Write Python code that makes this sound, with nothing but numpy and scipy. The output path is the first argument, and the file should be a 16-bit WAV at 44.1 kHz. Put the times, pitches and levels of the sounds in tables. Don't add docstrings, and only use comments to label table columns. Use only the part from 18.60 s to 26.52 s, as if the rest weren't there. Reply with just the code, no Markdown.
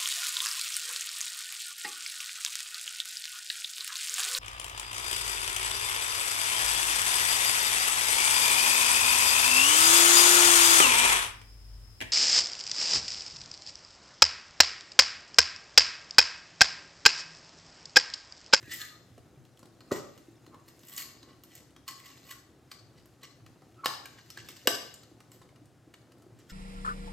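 import sys
import numpy as np
from scipy import signal
from scipy.fft import rfft, irfft, next_fast_len
from scipy.io import wavfile
from scipy.ndimage import uniform_filter1d

SR = 44100
rng = np.random.default_rng(int(sys.argv[2]) if len(sys.argv) > 2 else 0)


def bounce(signal):
    frames = np.transpose(np.atleast_2d(signal))
    limited = np.clip(frames, -1, 1)
    pcm = np.round(limited * 32767).astype(np.int16)
    wavfile.write(sys.argv[1], SR, pcm)


N = 349272


def amp(db):
    return 10 ** (np.asarray(db) / 20)


def unit(x):
    return x / np.sqrt(np.mean(x ** 2) + 1e-20)


def read(points, hz):
    f, value = np.transpose(points)
    return np.interp(np.log(hz + 1), np.log(f + 1), value)


def add(mix, s, sound):
    part = mix[max(round(s * SR), 0):][:len(sound)]
    part += sound[:len(part)]


def fade(t, t60):
    return np.exp(-np.log(1000) * t / t60)


def colour(x, points):
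    size = 2 * next_fast_len(len(x))
    log_gain = np.log(amp(read(points, abs(np.fft.fftfreq(size, 1 / SR)))))
    response = np.exp(np.conj(signal.hilbert(log_gain)))[:size // 2 + 1]
    return irfft(rfft(x, size) * response)[:len(x)]


def resonate(x, hz, width):
    pole = np.exp((2j * np.pi * hz - np.pi * width) / SR)
    return (1 - abs(pole)) * signal.lfilter([1, 0, -1], np.poly([pole, np.conj(pole)]).real, x)


def wander(count, per_s):
    steps = np.arange(count) * per_s / SR
    return np.interp(steps, np.arange(1000), rng.standard_normal(1000))


def grains(count, per_s, spread_db, hiss):
    sizes = amp(spread_db * np.minimum(rng.exponential(1, count), 4))
    sizes = sizes * rng.choice([-1, 1], count)
    slips = unit(sizes * (rng.random(count) < per_s / SR))
    return unit(slips + hiss * rng.standard_normal(count))


def sing(slips, hz, width):
    turn = np.exp(2j * np.pi * np.cumsum(hz * np.ones(len(slips))) / SR)
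    keep = np.exp(-np.pi * width / SR)
    tone = signal.lfilter([1 - keep], [1, -keep], slips / turn)
    tone = turn * uniform_filter1d(tone, size=64)
    return unit(tone.real / np.sqrt(abs(tone) + 1e-12))


# pitch in Hz, level in dB, t60 in seconds before hand damping.
BOX_MODES = [(274, -3, 0.049), (356, -3.5, 0.034), (561, 0, 0.028), (880, -12.5, 0.015), (1048, -8, 0.056),
             (1144, -7, 0.045), (1282, -2.5, 0.032), (1505, -7, 0.054), (1580, -13.5, 0.04),
             (1912, -5.5, 0.034), (2250, -11, 0.023), (2848, -7.5, 0.05), (2972, 3.5, 0.018),
             (4090, -6, 0.013), (4300, -9, 0.031), (4450, -7.5, 0.03), (5210, -5, 0.03), (5400, -22, 0.04),
             (6860, 0.5, 0.012), (7760, -3.5, 0.03), (7730, -10.5, 0.03)]


def walls(slips, tuning, hand_damping=0.014):
    out = np.zeros(len(slips))
    for hz, mode_db, t60 in BOX_MODES:
        width = 2.2 / t60 + hand_damping * hz
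        out += amp(mode_db) * t60 * resonate(slips, hz * tuning, width)
    return out


def grit(count, per_s=190, spread_db=5, stick_hz=4164, octaves=0.9, stick_t60=0.029):
    out, t = np.zeros(count), np.arange(1024) / SR
    for when, pitch, size in rng.random((round(per_s * count / SR), 3)):
        hz = min(stick_hz * 2 ** (octaves * (2 * pitch - 1)), SR / 2)
        ping = amp(-60 * t / stick_t60) * np.sin(2 * np.pi * hz * t)
        size_db = spread_db * min(-np.log(1 - size), 3)
        add(out, when * count / SR, amp(size_db) * ping)
    return unit(out)


# frequency in Hz, relative level in dB per Hz.
AIR_TONE = [(15, -48), (25, -29.5), (62, -5.5), (108, -1), (134, 2), (206, -13.5), (263, -5.5), (344, -5),
            (416, -13.5), (734, -13.5), (887, -21), (1480, -20), (2350, -26.5), (7710, -31.5),
            (14800, -40.5), (16000, -46)]


def air(level_db=-62, side_db=-14.5, hum_hz=116.7, hum_db=-68, hum_width=3):
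    mid = unit(colour(rng.standard_normal(N), AIR_TONE))
    side = unit(colour(rng.standard_normal(N), AIR_TONE))
    hum = amp(hum_db) * unit(resonate(rng.standard_normal(N), hum_hz, hum_width))
    return amp(level_db) * (mid + amp(side_db) * np.array([side, -side])) + hum


# frequency in Hz, gain in dB.
RUB_TONE = [(200, -32.5), (800, -36.5), (1300, -10.5), (2000, 6.5), (2450, 0), (3000, -1), (3600, 3.5),
            (4400, -3), (6000, 0), (8000, -2.5), (10000, -3), (13000, -2), (16000, -10)]
# time in seconds, touch in dB before contrast and trim.
TOUCH = [(0.0, -59.5), (0.22, -52.5), (0.42, -66.5), (1.01, -72.5), (1.39, -62.5), (1.94, -70), (2.47, -58),
         (2.69, -67), (3.26, -77), (3.46, -57), (3.66, -60.5), (3.84, -72.5), (5.27, -69), (5.38, -62.5),
         (5.95, -61), (6.2, -53.5), (6.48, -68.5), (7.15, -83), (7.92, -71)]


def brush(firm_db=-62, contrast=1.28, trim_db=-6, ring_db=-4, grit_db=-2):
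    slips = grains(N, per_s=900, spread_db=3.5, hiss=0.5)
    skin = unit(colour(slips, RUB_TONE))
    panels = unit(colour(walls(slips, 0.93), RUB_TONE))
    crackle = skin + amp(ring_db) * panels + amp(grit_db) * grit(N, per_s=140)
    touch_db = np.interp(np.arange(N) / SR, *np.transpose(TOUCH)) - firm_db
    return amp(firm_db + contrast * touch_db + trim_db) * unit(crackle)


def shuffle(db=-69, swell_db=4):
    pats = grains(N, per_s=160, spread_db=1.1, hiss=0.16)
    pats = pats * amp(swell_db * np.tanh(wander(N, per_s=15)))
    dull = [(60, -12), (130, -7), (330, 0.5), (600, -10), (1300, -17.5), (3000, -44), (8000, -65.5)]
    return amp(db) * unit(colour(pats, dull))


# peak in seconds,
# level in dB, pitch at the peak in Hz, time from the peak to 1/e in seconds, glide in Hz per second.
GLIDING_TONES = [(0.064, -63, 1670, 0.041, -400), (0.078, -61, 1900, 0.036, 1500),
                 (0.117, -49, 1796, 0.018, 3000), (0.14, -42, 1950, 0.0092, 2000),
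                 (0.228, -57, 1256, 0.027, -900), (0.224, -53, 1650, 0.018, -1500),
                 (0.24, -54.5, 1940, 0.032, -500), (0.323, -66, 1233, 0.056, -200),
                 (1.349, -51.5, 2000, 0.021, -1000), (1.415, -56.5, 1218, 0.054, -300),
                 (1.943, -57.5, 1070, 0.021, -3000), (2.441, -64, 1127, 0.064, -300),
                 (2.66, -70, 1105, 0.047, -300), (3.391, -66, 1096, 0.036, -300),
                 (3.486, -68, 1094, 0.035, -200), (3.472, -67, 2050, 0.049, -300),
                 (3.733, -62, 1400, 0.018, -5), (5.199, -59, 1306, 0.025, 600),
                 (5.2443, -36, 1142, 0.007, -4000), (5.30, -50.5, 925, 0.033, -1800),
                 (5.399, -62, 864, 0.035, -500), (5.463, -55, 1630, 0.013, -3000),
                 (5.781, -52, 1590, 0.0097, -2000), (7.907, -58, 1440, 0.014, -2000)]


def gliding_tones(width_hz=55, octave_db=-19):
    out = np.zeros(N)
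    t = np.arange(-SR // 18, SR // 12) / SR
    for s, db, hz, half_s, glide in GLIDING_TONES:
        slips, pitch = rng.standard_normal(len(t)), hz + glide * t
        tone = sing(slips, pitch, width_hz)
        tone = tone + amp(octave_db) * sing(slips, 2 * pitch, 2 * width_hz)
        add(out, s + t[0], amp(db) * np.exp(-(t / half_s) ** 2) * tone)
    return out


# start in seconds, level in dB, pitch in Hz, cycles to the peak.
BUMPS = [(0.026, -51, 330, 0.7), (0.029, -52, 109, 0.66), (0.078, -47, 310, 0.74), (0.089, -58, 90.5, 0.63),
         (0.51, -52.5, 110, 1), (0.58, -53, 400, 1.3), (0.77, -51, 134, 1), (1.114, -62, 300, 1.2),
         (1.314, -40, 109, 0.51), (1.3173, -25, 398, 1.3), (1.319, -33.5, 257, 0.88),
         (1.32, -34.5, 570, 1.3), (1.391, -54.5, 144, 1.65), (1.595, -58, 289, 1.3),
         (1.683, -47, 326, 0.98), (1.876, -49, 345, 0.53), (2.07, -59.5, 328, 1.8), (2.63, -57, 292, 1.5),
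         (2.769, -64, 116, 0.68), (3.19, -59.5, 280, 2), (3.31, -57, 300, 0.97), (3.89, -55, 334, 1),
         (4.21, -59, 109, 1.1), (4.355, -56, 130, 0.79), (4.365, -61, 420, 1.3), (4.815, -54, 111, 1.3),
         (4.831, -60, 327, 1.8), (5.175, -55.5, 330, 1.3), (5.257, -33.5, 825, 1.2), (5.274, -59, 141, 1.3),
         (5.774, -54, 350, 1.7), (5.789, -52, 121, 0.83), (5.90, -55, 328, 1.6), (6.055, -43.5, 515, 2.6),
         (6.0755, -22, 546, 0.87), (6.076, -34.5, 300, 0.56), (6.124, -54.5, 120, 1.1),
         (6.515, -53.5, 302, 1.05), (6.745, -61, 124, 1), (6.926, -59, 640, 1.3), (7.015, -52.5, 290, 1.4),
         (7.04, -58.5, 120, 1), (7.275, -50, 332, 0.8), (7.664, -48.5, 356, 1), (7.716, -57, 114.4, 1.2)]


def bumps():
    out, t = np.zeros(N), np.arange(SR // 8) / SR
    for s, db, hz, cycles in BUMPS:
        u = t * hz / cycles
        swell = u * np.exp(1 - u)
        add(out, s, amp(db) * swell * np.sin(2 * np.pi * (hz * t + rng.random())))
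    return out


def part_ring(t, hz, t60=0.047, overtone=1.6, overtone_db=-4):
    modes = np.sin(2 * np.pi * hz * t) + amp(overtone_db) * np.sin(2 * np.pi * hz * overtone * t)
    return unit(modes * fade(t, t60))


# frequency in Hz, gain in dB.
CRACK_TONE = [(100, -34), (700, 0), (1500, -4), (4000, 0), (8000, -2), (10000, -3), (13000, -5.5),
              (16000, -11.5)]
# pitch of the struck part in Hz, bass gain in dB.
PART_BASS = [(500, 8), (950, 5), (2000, -8), (6000, -13)]
SOFT_TO_HARD_DB = [-42, -13.5]


def knock(db, bright_db, part_hz, crack_s, crack_db=13, scatter_db=2, rattle_db=-5, rattle_s=0.012,
          part_db=4, part_q=6, treble_share=0.6):
    t = np.arange(4096) / SR
    hz, mode_db, t60 = np.transpose(BOX_MODES)[:, :, None]
    turn, spot = rng.random(hz.shape), rng.standard_normal(hz.shape)
    damping = np.log(1000) / t60 + .03 * hz
    modes = amp(mode_db + scatter_db * spot) * np.exp(-damping * t) * np.sin(2 * np.pi * (hz * t + turn))
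    ring = modes.sum(0)
    crack = unit(colour(rng.standard_normal(len(t)), CRACK_TONE)) * np.exp(-t / crack_s)
    sticks = grains(len(t), per_s=4300, spread_db=3, hiss=1)
    rattle = unit(colour(sticks, CRACK_TONE)) * np.exp(-t / rattle_s)
    attack_s = np.interp(db, SOFT_TO_HARD_DB, [0.0015, 0.0004])
    blow = (ring + amp(crack_db) * crack + amp(rattle_db) * rattle) * (1 - np.exp(-t / attack_s))
    blow = blow + amp(part_db) * resonate(blow, part_hz, part_hz / part_q)
    ring_db = np.interp(db, SOFT_TO_HARD_DB, [-9.5, -13])
    blow = unit(blow) + amp(ring_db) * part_ring(t, part_hz)
    treble_db = treble_share * bright_db
    blow = colour(blow, [(560, read(PART_BASS, part_hz)), (1000, 0.0022), (2000, 0.0071),
                         (2900, treble_db), (5000, treble_db), (12000, bright_db)])
    return amp(db) * blow / np.sqrt(np.sum(blow ** 2) / (0.0021 * SR))


# start in seconds,
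# level in dB, brightness in dB at 12 kHz and up, pitch of the struck part in Hz,
# fall of the crack to 1/e in seconds.
KNOCKS = [(0.028, -49, -6, 1740, 0.0023), (0.112, -43, 4, 1990, .003), (0.578, -49.5, -9, 700, 0.0034),
          (0.851, -59.5, -1, 3270, 0.0015), (0.973, -57.5, 2, 3330, 0.0015), (0.992, -54, -1, 7200, 0.0014),
          (1.029, -48, -12, 860, 0.0021), (1.056, -56.5, 2, 3840, 0.0017), (1.206, -50, -10, 4700, 0.0015),
          (1.310, -33.5, -38, 1250, 0.0036), (1.3151, -28, -16, 876, .003), (1.3183, -41, -7, 1930, 0.0023),
          (1.320, -31, -23, 604, 0.002), (1.3241, -34, -7, 6800, 0.0016), (1.577, -50.5, 7, 1280, 0.00091),
          (1.864, -52, -7, 4110, 0.0012), (1.944, -49.5, -13, 1075, 0.0025),
          (2.081, -52.5, 4, 1120, 0.0023), (2.192, -57, 6, 6660, 0.0022), (2.233, -52.5, -4, 3550, 0.0022),
          (2.284, -46, 16, 7390, 0.0037), (2.364, -36.5, 23, 6870, 0.0015), (2.377, -34, 17, 4570, .002),
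          (2.401, -39, 10, 4300, 0.0017), (2.424, -43, 8, 4300, 0.0024), (2.629, -49, -7, 4020, .003),
          (2.687, -57, -10, 3630, .001), (2.73, -58.5, -10, 3040, 0.00079), (2.836, -47, 6, 13300, 0.0013),
          (2.952, -44.5, 34, 7340, .003), (3.106, -62, -4, 6960, 0.0012), (3.163, -50, -11.5, 3300, 0.0023),
          (3.502, -53, 0, 2420, 0.0018), (3.279, -35, 7, 4300, 0.0025), (3.574, -52, -3, 3520, 0.0034),
          (3.705, -45.5, 19, 1130, 0.002), (3.719, -59, 15, 2040, 0.0038),
          (4.1149, -39, -5.5, 4580, 0.0019), (4.457, -57, -2, 12500, 0.0013),
          (4.632, -45.5, 3, 1970, 0.0025), (4.863, -51, -8, 2640, 0.0027), (5.02, -52.5, -13, 760, 0.0018),
          (5.244, -37.5, -2, 4300, 0.0066), (5.264, -35.5, -19, 5240, 0.0025),
          (5.28, -36.5, 0.5, 5060, .003), (5.316, -43.5, -6.5, 4140, 0.0032), (5.456, -40, 5, 2400, .003),
          (5.585, -50, -16.5, 1910, 0.0043), (5.702, -41, 6, 5380, .0015), (5.773, -38.5, -6, 1700, 0.003),
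          (5.887, -39, 1, 2190, 0.0027), (5.966, -48.5, 2.5, 4630, 0.0034), (6.078, -25.5, -11, 2970, .002),
          (6.34, -43, 13, 7320, 0.0015), (6.433, -52.5, 0, 4150, .003), (6.604, -50.5, -5, 1290, 0.0028),
          (6.717, -49, 0, 7680, 0.0012), (6.816, -51, -14, 1076, 0.004), (6.89, -58.5, -9, 2205, .002),
          (6.958, -58, -13, 2850, 0.0046), (7.056, -62.5, 8, 8680, 0.0015), (7.339, -47, -9, 2790, 0.0035),
          (7.519, -56, -7, 3020, .004), (7.582, -66, 11.5, 1610, 0.0012), (7.621, -59, 5, 1210, 0.0011),
          (7.789, -58, 0, 7400, .001)]


def knocks():
    out = np.zeros(N)
    for s, db, bright_db, part_hz, crack_s in KNOCKS:
        add(out, s, knock(db, bright_db, part_hz, crack_s))
    return out


# peak in seconds, level in dB before the trim,
# rise from 1/e in seconds, brightness in dB at 12 kHz and up, cavity level in dB against the rasp.
SLIDES = [(0.098, -55, 0.0097, -5, 0), (0.119, -37.5, 0.0058, -2, -7), (0.142, -45.5, 0.0095, 14, -17),
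          (0.216, -40.5, 0.019, 5, -5.5), (1.331, -45, 0.0046, 6.5, -1), (1.369, -46.5, 0.013, 1, -22),
          (2.091, -61, 0.014, 7, -14), (2.288, -59, 0.034, 14.5, -14), (2.34, -52, 0.029, 10, -8.5),
          (2.379, -43.5, 0.012, 11.5, -13), (2.407, -44, 0.011, 10, -13), (2.70, -63.5, 0.032, -30, 0.5),
          (2.92, -60.5, 0.021, -3, -9), (2.975, -53.5, 0.033, 1.5, -22), (3.286, -43, 0.0062, 2.5, -1),
          (3.401, -58.5, 0.031, 1.5, -10), (3.463, -54, 0.016, 4, -6.5), (3.505, -56, 0.026, -12, -15),
          (3.711, -47, 0.025, 5, -5.5), (4.12, -53.5, 0.0093, 1, -5), (4.382, -61.5, 0.018, -10, -12),
          (4.637, -50.5, .009, -9, -5), (5.271, -39.5, 0.007, -9, -6), (5.32, -52, 0.017, 6, -22),
          (5.59, -56.5, 0.021, -30, -4), (5.79, -47.5, 0.014, -14, -13), (5.904, -51, 0.025, -1, -19),
          (5.965, -58, 0.0088, 0, -15), (6.743, -63, 0.015, 9, -10), (6.819, -66, 0.0056, -5, -8),
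          (7.806, -64.5, 0.02, -14, -5), (7.902, -49.5, 0.0075, -1, -9)]
# time in seconds, share from 0 to 1.
TRAY = [(0.15, 0), (0.22, 0.26), (1.3, 0), (1.9, 0.98), (5.3, 0.97), (5.7, 0.15)]
# multiple of the lowest pitch, level in dB.
HOLLOW = [(1, -2), (1.78, -11), (2.62, -15), (3.95, -12)]
SHUT_HZ, OPEN_HZ = 1962, 1101


def slides(fall_s=0.022, cavity_width=30, trim_db=-1, ring_db=-5, catch_db=5.5, grit_db=-4, grip_shift=0.025):
    out = np.zeros(N)
    for s, db, rise, bright_db, cavity_db in SLIDES:
        t = np.arange(-min(4 * rise, s), 6 * fall_s, 1 / SR)
        slips = grains(len(t), per_s=1800, spread_db=4, hiss=.4)
        slips = slips * amp(catch_db * np.tanh(wander(len(t), per_s=220)))
        panels = walls(slips, 1 + grip_shift * rng.uniform(-1, 1))
        rasp = unit(colour(slips, RUB_TONE)) + amp(ring_db) * unit(colour(panels, RUB_TONE))
        rasp = unit(rasp + amp(grit_db) * grit(len(t)))
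        rasp = colour(rasp, [(6000, 0.004), (12000, bright_db)])
        tray_out = np.interp(s, *np.transpose(TRAY))
        cavity_hz = SHUT_HZ + (OPEN_HZ - SHUT_HZ) * tray_out
        hollow = sum(amp(mode_db) * sing(slips, multiple * cavity_hz, cavity_width)
                     for multiple, mode_db in HOLLOW)
        pressure = np.exp(np.minimum(t / rise, -t / fall_s))
        add(out, s + t[0], amp(db + trim_db) * pressure * (rasp + amp(cavity_db) * hollow))
    return out


# start in seconds, pitch in Hz, level in dB, t60 in seconds.
AFTERTONES = [(1.324, 370.5, -41, .42), (1.325, 590, -47, 0.36), (1.325, 793, -49, 0.55),
              (1.325, 915, -47, 0.4), (1.325, 1010, -40.5, 0.31), (1.325, 1911, -48, 0.24),
              (5.262, 1720, -48, 0.38), (5.262, 4330, -41, 0.41), (6.076, 548, -44.5, 0.38),
              (6.076, 680, -36, 0.4), (6.076, 1544, -42.5, 0.46), (6.076, 2977, -47, 0.55),
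              (6.075, 3900, -42, 0.44)]


def aftertones(build_s=0.008, apart=1.2):
    out, t = np.zeros((2, N)), np.arange(SR // 2) / SR
    for s, hz, db, t60 in AFTERTONES:
        level = amp(db) * (1 - np.exp(-t / build_s)) * fade(t, t60)
        phase = 2 * np.pi * (hz * t + rng.random())
        add(out[0], s, level * np.sin(phase))
        add(out[1], s, level * np.sin(phase - apart))
    return out


def struck(modes, t, rise_cycles=0.7):
    hz, mode_db, t60 = np.transpose(modes)[:, :, None]
    swell = 1 - np.exp(-t * hz / rise_cycles)
    tones = np.sin(2 * np.pi * (hz * t + rng.random(hz.shape)))
    return (amp(mode_db) * swell * fade(t, t60) * tones).sum(0)


# start in seconds, crack level in dB, treble in dB,
# ring of the open tray in dB, ring of the closed sleeve in dB.
CLACKS = [(5.2583, -14, -7, -24, -64), (6.0725, -8, -2.5, -63, -17)]
# pitch in Hz, level in dB, t60 in seconds.
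OPEN_TRAY = [(580, -9, 0.026), (1102, -0.5, .04), (1730, -7, 0.045), (2770, -5.5, 0.06), (3026, -3.5, .04),
             (3870, -1.5, 0.018), (4930, -9, .025), (5347, -13, 0.065)]
# pitch in Hz, level in dB, t60 in seconds.
SLEEVE = [(409, -6.5, .04), (1152, -7.5, 0.037), (1256, -12.5, .04), (1551, -8, 0.069), (2880, 0.5, 0.033),
          (3120, -6.5, .03), (3850, -10, 0.055), (4203, -8, .03), (7370, -9.5, 0.027), (7920, -13, 0.058)]


def clacks(bite_s=0.00026, crack_s=0.0018, rattle_db=-24, rattle_s=0.012):
    out, t = np.zeros(N), np.arange(4096) / SR
    for s, db, treble_db, tray_db, sleeve_db in CLACKS:
        shape = (1 - np.exp(-t / bite_s)) * np.exp(-t / crack_s)
        shape = shape + amp(rattle_db) * np.exp(-t / rattle_s)
        tone = [(40, -21), (150, -8), (450, -3.5), (900, -4.5), (1400, 2), (5400, 0.5),
                (6500, treble_db), (13000, treble_db), (16000, treble_db - 8.5)]
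        crack = colour(shape * rng.standard_normal(len(t)), tone)
        card = amp(tray_db) * struck(OPEN_TRAY, t) + amp(sleeve_db) * struck(SLEEVE, t)
        add(out, s, amp(db) * crack + card)
    return out


# frequency in Hz, t60 in seconds.
ROOM_T60 = [(200, 0.74), (530, 0.64), (1390, 0.55), (3680, 0.61), (9700, 0.39)]
# frequency in Hz, dB against the direct sound.
ROOM_DB = [(100, -1.5), (450, -8), (800, -1), (1500, -3.5), (2100, -5), (2900, -8.5), (4200, -2.5),
           (5500, -1.5), (8000, -4), (13000, -5), (16000, -28.5)]
# frequency in Hz, left-right likeness (1 is identical).
ROOM_SAME = [(150, 0.38), (300, 0.97), (650, .1), (1400, 0.37), (6500, 0.39), (8800, 0.81), (9400, 0.99),
             (16000, 0.44)]
# frequency in Hz, left minus right in dB.
ROOM_LEAN = [(100, 1), (400, 0), (2400, 1.5), (5300, 8), (8000, 3.5), (9400, -1), (16000, 0.5)]


def room(x, build_s=0.003, echo_s=0.0788, echo_width_s=0.007, echo_db=4):
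    hz, t, (a, b) = signal.stft(rng.standard_normal((2, SR)), SR, nperseg=256)
    same = np.clip(read(ROOM_SAME, hz), -1, 1)[:, None]
    lean = amp(read(ROOM_LEAN, hz) / 2)[:, None]
    z = np.array([a * lean, (same * a + np.sqrt(1 - same ** 2) * b) / lean])
    rate = np.log(1000) / read(ROOM_T60, hz)[:, None]
    z *= amp(read(ROOM_DB, hz))[:, None] * np.sqrt(2 * rate / SR) * np.exp(-rate * t)
    tail = signal.istft(z, SR)[1]
    t = np.arange(tail.shape[1]) / SR
    tail *= 1 - np.exp(-(t / build_s) ** 2)
    tail *= amp(echo_db * np.exp(-((t - echo_s) / echo_width_s) ** 2))
    return signal.fftconvolve(x[None], tail, axes=1)[:, :N]


# frequency in Hz, gain in dB.
BOX_TONE = [(20, -29.5), (60, -1.5), (130, 6), (1000, 1.5)]


def scene(air_lean_db=1.5):
    box = brush() + shuffle() + gliding_tones() + bumps() + knocks() + slides() + clacks()
    box = colour(box, BOX_TONE)
    lean = amp([[air_lean_db / 2], [-air_lean_db / 2]])
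    return box + room(box) + aftertones() + air() * lean


# frequency in Hz, lead of the left in radians.
LEFT_LEAD = [(0, 0), (1700, .1), (3000, 1), (4200, 1), (5500, -.3), (7500, -.5), (8700, -1.2), (9400, -3),
             (10700, -3.3), (12500, -6.2), (14800, -6.4), (16000, -9)]


def record(dry, open_db=-66, range_db=4, follow_s=0.023, edge_hz=16100):
    hz, t, z = signal.stft(dry, SR, nperseg=512, noverlap=384)
    keep = np.exp(-t[1] / follow_s)
    treble = (abs(z[0, hz > 2000]) ** 2).sum(0)
    power = signal.lfilter([1 - keep], [1, -keep], treble)
    width = np.clip((10 * np.log10(power + 1e-14) - open_db) / range_db, 0, 1)
    lead = np.angle(np.exp(1j * read(LEFT_LEAD, hz)))
    z[1] *= np.exp(-1j * lead[:, None] * width)
    wide = signal.istft(z, SR, nperseg=512, noverlap=384)[1][:, :N]
    low_pass = signal.firwin(401, edge_hz, window=("kaiser", 9), fs=SR)
    return signal.oaconvolve(wide, low_pass[None], "same")


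dry = scene()
out = record(dry)
bounce(out)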